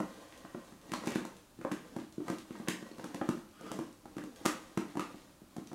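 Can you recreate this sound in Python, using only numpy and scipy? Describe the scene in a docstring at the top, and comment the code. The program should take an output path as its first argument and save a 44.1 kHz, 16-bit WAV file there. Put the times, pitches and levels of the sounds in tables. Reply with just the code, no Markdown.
"""A knock and a scrape at once: fingertips turn a plastic screw lid on a small tub on a wooden kitchen board.
Each contact of lid, rim and fingers rings the tub's modes and adds a short bright snap.
Between them the threads scrape: grainy noise drags in the body, rasps on the lid and hisses; skin rubs once.
The hard-walled room answers, and one microphone some way off hears it all over a faint room hush."""
import sys
import numpy as np
from scipy import signal
from scipy.fft import rfft, irfft, next_fast_len
from scipy.io import wavfile

SR = 44100
rng = np.random.default_rng(int(sys.argv[2]) if len(sys.argv) > 2 else 0)


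def materialize(psi):
    """Save the field psi as 16-bit PCM at rate SR to the path in sys.argv[1].

    A 1-D psi becomes a single channel; in a 2-D psi each row is a channel.
    """
    bounded = np.clip(np.atleast_2d(psi).T, -1, 1)
    quanta = np.round(bounded * 32767).astype(np.int16)
    wavfile.write(sys.argv[1], SR, quanta)


def makeup_ratio(level_db):
    """Linear amplitude ratio for a level in decibels (20 dB per factor of ten)."""
    decades = np.asarray(level_db, float) / 20
    return 10 ** decades


N = 253134

# Modes of tub and lid. Each row: frequency in Hz, relative level in dB.
TUB_MODES = [(120, -38), (150, -5.5), (195, 2.5), (235, 2), (303, 7), (330, 0), (435, -3.5), (525, 6),
             (690, 0.5), (800, -0.5), (925, -3), (1035, -2), (1200, -3.5), (1290, -15.5), (1555, -7),
             (1900, -8), (2320, -14), (2680, -4.5), (3110, -12.5), (3680, -28), (4250, -10.5), (5800, -9)]
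# Colour of the snaps and of the thread hiss. Each row: frequency in Hz, relative density in dB per Hz.
SNAP_COLOUR = [(100, 11), (1000, 7.5), (4000, 1.5), (5000, -3), (6500, -2.5), (10000, -8), (12500, -13),
               (16000, -23)]


def contacts():
    """Every contact rings the modes by its hardness and adds a short snap."""
    # Contacts of lid, rim and fingers. Each row: time in seconds, relative thump into the tub in dB,
    # relative knock of the lid in dB, centre of the knock in Hz, relative snap of the thread in dB.
    touches = [(0.0, -25.5, -32.5, 652, -45.5), (0.322, -53, -53, 1800, -62),
               (0.447, -44.5, -46.5, 750, -66), (0.545, -33, -42, 648, -70), (0.721, -41.5, -57, 790, -58),
               (0.892, -43.5, -58, 2000, -58), (0.916, -28.5, -41, 1980, -39.5),
               (0.934, -33, -36.5, 1040, -38), (0.936, -63, -41, 4200, -60), (1.035, -63, -40.5, 595, -54),
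               (1.057, -56, -48, 1100, -45), (1.07, -27.5, -39.5, 915, -37), (1.075, -56, -40, 2280, -59),
               (1.103, -51, -46, 2370, -44), (1.117, -30, -46, 2360, -46), (1.15, -51, -49, 1600, -43),
               (1.155, -24, -35.5, 1390, -40.5), (1.189, -38, -48, 1555, -64), (1.215, -43, -58, 600, -63),
               (1.249, -42.5, -44, 910, -43.5), (1.587, -37.5, -62, 1290, -64),
               (1.611, -40, -46.5, 1040, -57), (1.647, -39, -30.5, 574, -53),
               (1.713, -27, -37.5, 1250, -44.5), (1.717, -29.5, -44, 1290, -40.5),
               (1.962, -32, -41, 740, -49), (1.984, -36, -50.5, 1200, -57),
               (1.998, -39.5, -52.5, 4250, -65), (2.122, -80, -55, 7040, -58),
               (2.179, -31.5, -58, 900, -63), (2.202, -35, -52, 760, -69), (2.28, -42, -37, 1030, -45),
               (2.298, -30.5, -36.5, 605, -42.5), (2.505, -35, -53, 1410, -60),
               (2.552, -64, -47.5, 940, -62), (2.597, -37, -49, 705, -59), (2.673, -50, -39, 1280, -65),
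               (2.682, -23, -33, 1820, -27.5), (2.824, -37.5, -56, 1540, -57), (2.912, -44, -57, 4250, -70),
               (2.981, -40, -50.5, 700, -52), (2.994, -38, -45, 925, -56), (3.04, -37.5, -40.5, 850, -43.5),
               (3.143, -33, -38.5, 890, -42.5), (3.212, -26.5, -32, 748, -60),
               (3.287, -22.5, -35.5, 900, -38.5), (3.608, -40, -49.5, 635, -51),
               (3.663, -42.5, -49, 730, -58), (3.714, -32.5, -39, 720, -38.5), (3.787, -31, -41, 661, -48),
               (3.925, -60, -57, 8200, -75), (4.054, -43.5, -50.5, 813, -58),
               (4.165, -36.5, -53, 1390, -53), (4.18, -37.5, -42.5, 1160, -48),
               (4.236, -33.5, -52, 730, -49.5), (4.409, -43, -56, 800, -71), (4.449, -30, -41, 790, -44),
               (4.453, -32.5, -31.5, 1030, -28), (4.458, -23, -29.5, 1230, -26),
               (4.772, -19.5, -34.5, 1005, -39), (4.952, -33, -45.5, 700, -54),
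               (4.969, -29.5, -39, 935, -45), (4.993, -34.5, -37, 1200, -39.5),
               (5.004, -48, -44, 1730, -46), (5.142, -41, -52.5, 557, -74), (5.416, -46, -67, 490, -79),
               (5.563, -37.5, -47, 717, -47.5), (5.58, -33, -52, 660, -70), (5.67, -75, -51.5, 5940, -78),
               (5.714, -43, -46, 577, -72), (5.728, -40, -48.5, 694, -53)]
    delay = 0.0018  # short delay in s of every contact's sound
    out = np.zeros(N + SR)
    t = np.arange(SR // 8) / SR
    mode_hz, mode_db = np.transpose(TUB_MODES)[:, :, None]
    for start, *touch in touches:
        # each contact rings at slightly different, randomly drawn pitches
        hz = mode_hz * rng.normal(1, 0.012, mode_hz.shape)
        uneven_db = rng.normal(0, 1.77, hz.shape)
        size = makeup_ratio(blow(hz, *touch) + 2.5 + mode_db + uneven_db)
        rise = 1 - np.exp(-t * hz / 0.5)  # each mode builds over part of its cycle
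        decay = makeup_ratio(-60 * t / ring_time(hz))
        ring = np.sum(size * rise * decay * np.sin(2 * np.pi * hz * t), axis=0)
        crack = snap(lambda f: along(SNAP_COLOUR, f) + blow(f, *touch) + 26, t, lead=0.001, length=0.012)
        sound = echoed(crack - ring, wet_db=-3, gap=0.006)
        out[round((start + delay) * SR):][:len(sound)] += sound
    # a small tub radiates no deep bass
    return filtered(out[:N], lambda f: (1j * f / (1j * f + 130)) ** 3)


def blow(f, thump_db, knock_db, knock_hz, snap_db):
    """Spectrum in dB of one contact: a soft thump, a knock around its centre and a bright snap."""
    thump_hz, thump_fall_db = 264.8, 27  # a fingertip is soft: its push loses this much an octave above
    knock_fall_db = 4.5  # loss one octave off the centre, growing with the square
    favour_db, favour_octaves = 7, 0.08  # modes right at the centre of the knock ring out more
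    snap_hz, snap_fall_db = 7000, 8  # the snap loses this much an octave below

    def octaves_above(hz):
        return np.log2((f + 1) / hz)

    off = octaves_above(knock_hz) ** 2
    thump = thump_db - thump_fall_db * np.maximum(octaves_above(thump_hz), 0)
    knock = knock_db - knock_fall_db * off + favour_db * np.exp(-off / favour_octaves ** 2)
    bright = snap_db + snap_fall_db * np.minimum(octaves_above(snap_hz), 0)
    return 10 * np.log10(sum(makeup_ratio(part) ** 2 for part in (thump, knock, bright)))


def ring_time(hz):
    """Seconds that gripped plastic takes to fall 60 dB: short, and shorter for higher modes."""
    return 0.042 * (300 / hz) ** 0.45


def snap(colour, t, lead, length):
    """A crack keeps the scattered phases of a short noise burst; its spectrum follows the colour in dB."""
    burst = rfft((t > lead) * makeup_ratio(-60 * (t - lead) / length) * rng.standard_normal(len(t)))
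    size = makeup_ratio(colour(np.fft.rfftfreq(len(t), 1 / SR)))
    crack = irfft(burst / np.abs(burst) * size, len(t))
    return crack * np.clip(t / lead, 0, 1) ** 2 * makeup_ratio(-60 * t / 0.42)


def slide():
    """Slips in the threads shake the body, rasp the lid and hiss; the room blurs them."""
    hiss_db, steady_db = -8.5, -81  # hiss against the scrape; a faint steady hiss under the scraping
    scrape = twist(column=3)
    drag = twist(column=2) * unit(filtered(grit(60, 3), body(140, 480, damping=0.8)))
    rasp = scrape * unit(filtered(grit(350, 2.2), body(480, 2100, damping=0.7)))
    fine = filtered(grit(500, 3.2), lambda f: makeup_ratio(along(SNAP_COLOUR, f)) * f ** 2 / (f ** 2 + 2500 ** 2))
    hiss = (makeup_ratio(hiss_db) * scrape + makeup_ratio(steady_db)) * unit(fine)
    dry_slide = drag + rasp + hiss + rub()
    out = np.zeros(N + 2 * SR)
    step = SR // 3  # each third of a second gets its own answer of the room
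    for start in range(0, N, step):
        sound = echoed(dry_slide[start:start + step], wet_db=0.5, gap=0.00067)
        out[start:][:len(sound)] += sound
    return out[:N]


def twist(column):
    """Gain of one column of the twists: it sets in, holds and dies away."""
    # Twists of the lid. Each row: start in seconds, length in seconds,
    # drag through the body in dB and scrape on the lid in dB, both ahead of the room's answer.
    turns = [(0.0, 0.23, -61.5, -60.5), (0.32, 0.36, -66, -63.5), (0.869, 0.2, -57.5, -62.5),
             (1.062, 0.1, -58, -55), (1.3, 0.057, -59, -72), (1.613, 0.13, -63, -68),
             (1.834, 0.16, -57.5, -66.5), (2.282, 0.025, -46, -54), (2.51, 0.35, -62.5, -63.5),
             (2.99, 0.25, -54.5, -62.5), (3.297, 0.078, -61.5, -62.5), (3.654, 0.17, -49.5, -61.5),
             (4.101, 0.18, -61, -70.5), (4.39, 0.29, -62.5, -62), (4.792, 0.31, -62, -66.5),
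             (5.084, 0.2, -65.5, -70), (5.536, 0.26, -71, -70)]
    grip_db_per_s, let_go_db_per_s = 198, 162  # how fast a twist sets in and dies away
    t = np.arange(N) / SR
    gain = 0
    for row in turns:
        start, length = row[:2]
        early = np.maximum(start - t, 0)
        late = np.maximum(t - start - length, 0)
        gain = gain + makeup_ratio(row[column] - grip_db_per_s * early - let_go_db_per_s * late)
    return gain


def grit(rate, spread_db):
    """Random small slips (rate per second) of uneven size over a bed of fine friction noise."""
    struck = rng.random(N) < rate / SR
    size = makeup_ratio(spread_db * rng.exponential(size=N))
    slips = struck * size * rng.standard_normal(N)
    return unit(slips) + 1.02 * rng.standard_normal(N)


def rub():
    """Skin drags on smooth plastic and sings in a few narrow bands."""
    # Level points of one finger rub. 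Each row: time in seconds, level in dB ahead of the room's answer.
    rub_level = [(3.51, -80), (3.54, -67), (3.6, -63), (3.66, -58), (3.71, -57), (3.75, -75)]
    # Bands that sing. Each row: frequency in Hz, width in Hz, relative level in dB.
    squeak = [(1280, 130, 0), (3250, 300, -14), (4800, 250, -20)]
    s, db = np.transpose(rub_level)
    gain = makeup_ratio(np.interp(np.arange(N) / SR, s, db, left=-120, right=-120))
    return gain * unit(filtered(grit(600, 1.5), resonances(squeak)))


def body(lo_hz, hi_hz, damping):
    """The tub's modes between two frequencies; damping scales the width that their ring time gives."""
    modes = []
    for centre, db in TUB_MODES:
        if lo_hz < centre < hi_hz:
            width = damping * np.log(1000) / np.pi / ring_time(centre)
            modes.append((centre, width, db))
    return resonances(modes)


def resonances(modes):
    """Causal response of (Hz, width Hz, dB) modes, with signs that alternate."""
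    def response(f):
        total = 0
        for k, (centre, width, db) in enumerate(modes):
            pole = 1j * f * width / (centre * centre - f * f + 1j * f * width)
            total = total + (-1) ** k * makeup_ratio(db) * pole
        return total
    return response


def echoed(x, wet_db, gap):
    """x with a fresh answer of the room: noise in which each frequency dies at its own speed."""
    # Answer of the kitchen. Each row: frequency in Hz, time to fall 60 dB in seconds, relative level in dB.
    kitchen = [(106, 0.69, -15.5), (278, 0.22, 3), (740, 0.4, -2.5), (1950, 0.4, 3.5), (4640, 0.33, 3.5),
               (11900, 0.29, 1.5)]
    band_hz, t60, answer_db = np.transpose(kitchen)
    hz, t, z = signal.stft(rng.standard_normal(SR * 3 // 5), SR, nperseg=256)
    fall_time = along(list(zip(band_hz, t60)), hz)[:, None]
    tail = signal.istft(z * makeup_ratio(-60 * t / fall_time), SR, nperseg=256)[1]
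    tail = tail * (1 - np.exp(-np.arange(len(tail)) / SR / gap))  # the first walls take a moment
    tail = tail / np.linalg.norm(tail)
    tail = filtered(tail, lambda f: makeup_ratio(wet_db + along(list(zip(band_hz, answer_db)), f)))
    wet = signal.fftconvolve(x, tail)
    return wet + np.pad(x, (0, len(wet) - len(x)))


def room_hush():
    """The faint hush of the room: steady coloured noise, alike in both channels."""
    # Colour of the hush. Each row: frequency in Hz, relative density in dB per Hz.
    colour = [(15, -17), (25, -2.5), (384, -4.5), (451, -18.5), (607, -7), (677, -13), (988, -12),
              (1560, -16.5), (1890, -22.5), (9840, -23.5), (16000, -29)]
    return steady_noise(colour, db=-62.5)


def hiss_apart():
    """Very faint steady noise that enters the two channels with opposite signs."""
    # Colour of this hiss. Each row: frequency in Hz, relative density in dB per Hz.
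    colour = [(25, 4), (300, -4.5), (3000, -8), (9000, -11), (12500, -6), (15800, 5.5)]
    return steady_noise(colour, db=-77.0)


def steady_noise(spectrum, db):
    """Steady noise of a given colour and rms level."""
    return makeup_ratio(db) * unit(filtered(rng.standard_normal(N), lambda f: makeup_ratio(along(spectrum, f))))


def unit(x):
    """x at rms 1."""
    return x / np.sqrt(np.mean(x ** 2) + 1e-20)


def along(points, hz):
    """(Hz, value) points read on a log frequency axis."""
    f, v = np.transpose(points)
    return np.interp(np.log(hz + 1), np.log(f + 1), v)


def filtered(x, response):
    """x with its spectrum multiplied by a response of frequency in Hz."""
    m = next_fast_len(len(x) + 4096)
    return irfft(rfft(x, m) * response(np.fft.rfftfreq(m, 1 / SR)), m)[:len(x)]


def scene():
    """One microphone feeds both channels, which differ only by a very faint hiss."""
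    mid = contacts() + slide() + room_hush()
    side = hiss_apart()
    return np.array([mid + side, mid - side])


def band_limit(x):
    """A steep low-pass at the top of the band."""
    return signal.sosfilt(signal.butter(12, 16490, fs=SR, output="sos"), x)


def record(dry):
    """Each channel is cut off steeply at the top of the treble."""
    top_hz = 15850
    mix = np.array([filtered(channel, lambda f: f < top_hz) for channel in dry])
    return band_limit(mix)


dry = scene()
out = record(dry)
materialize(out)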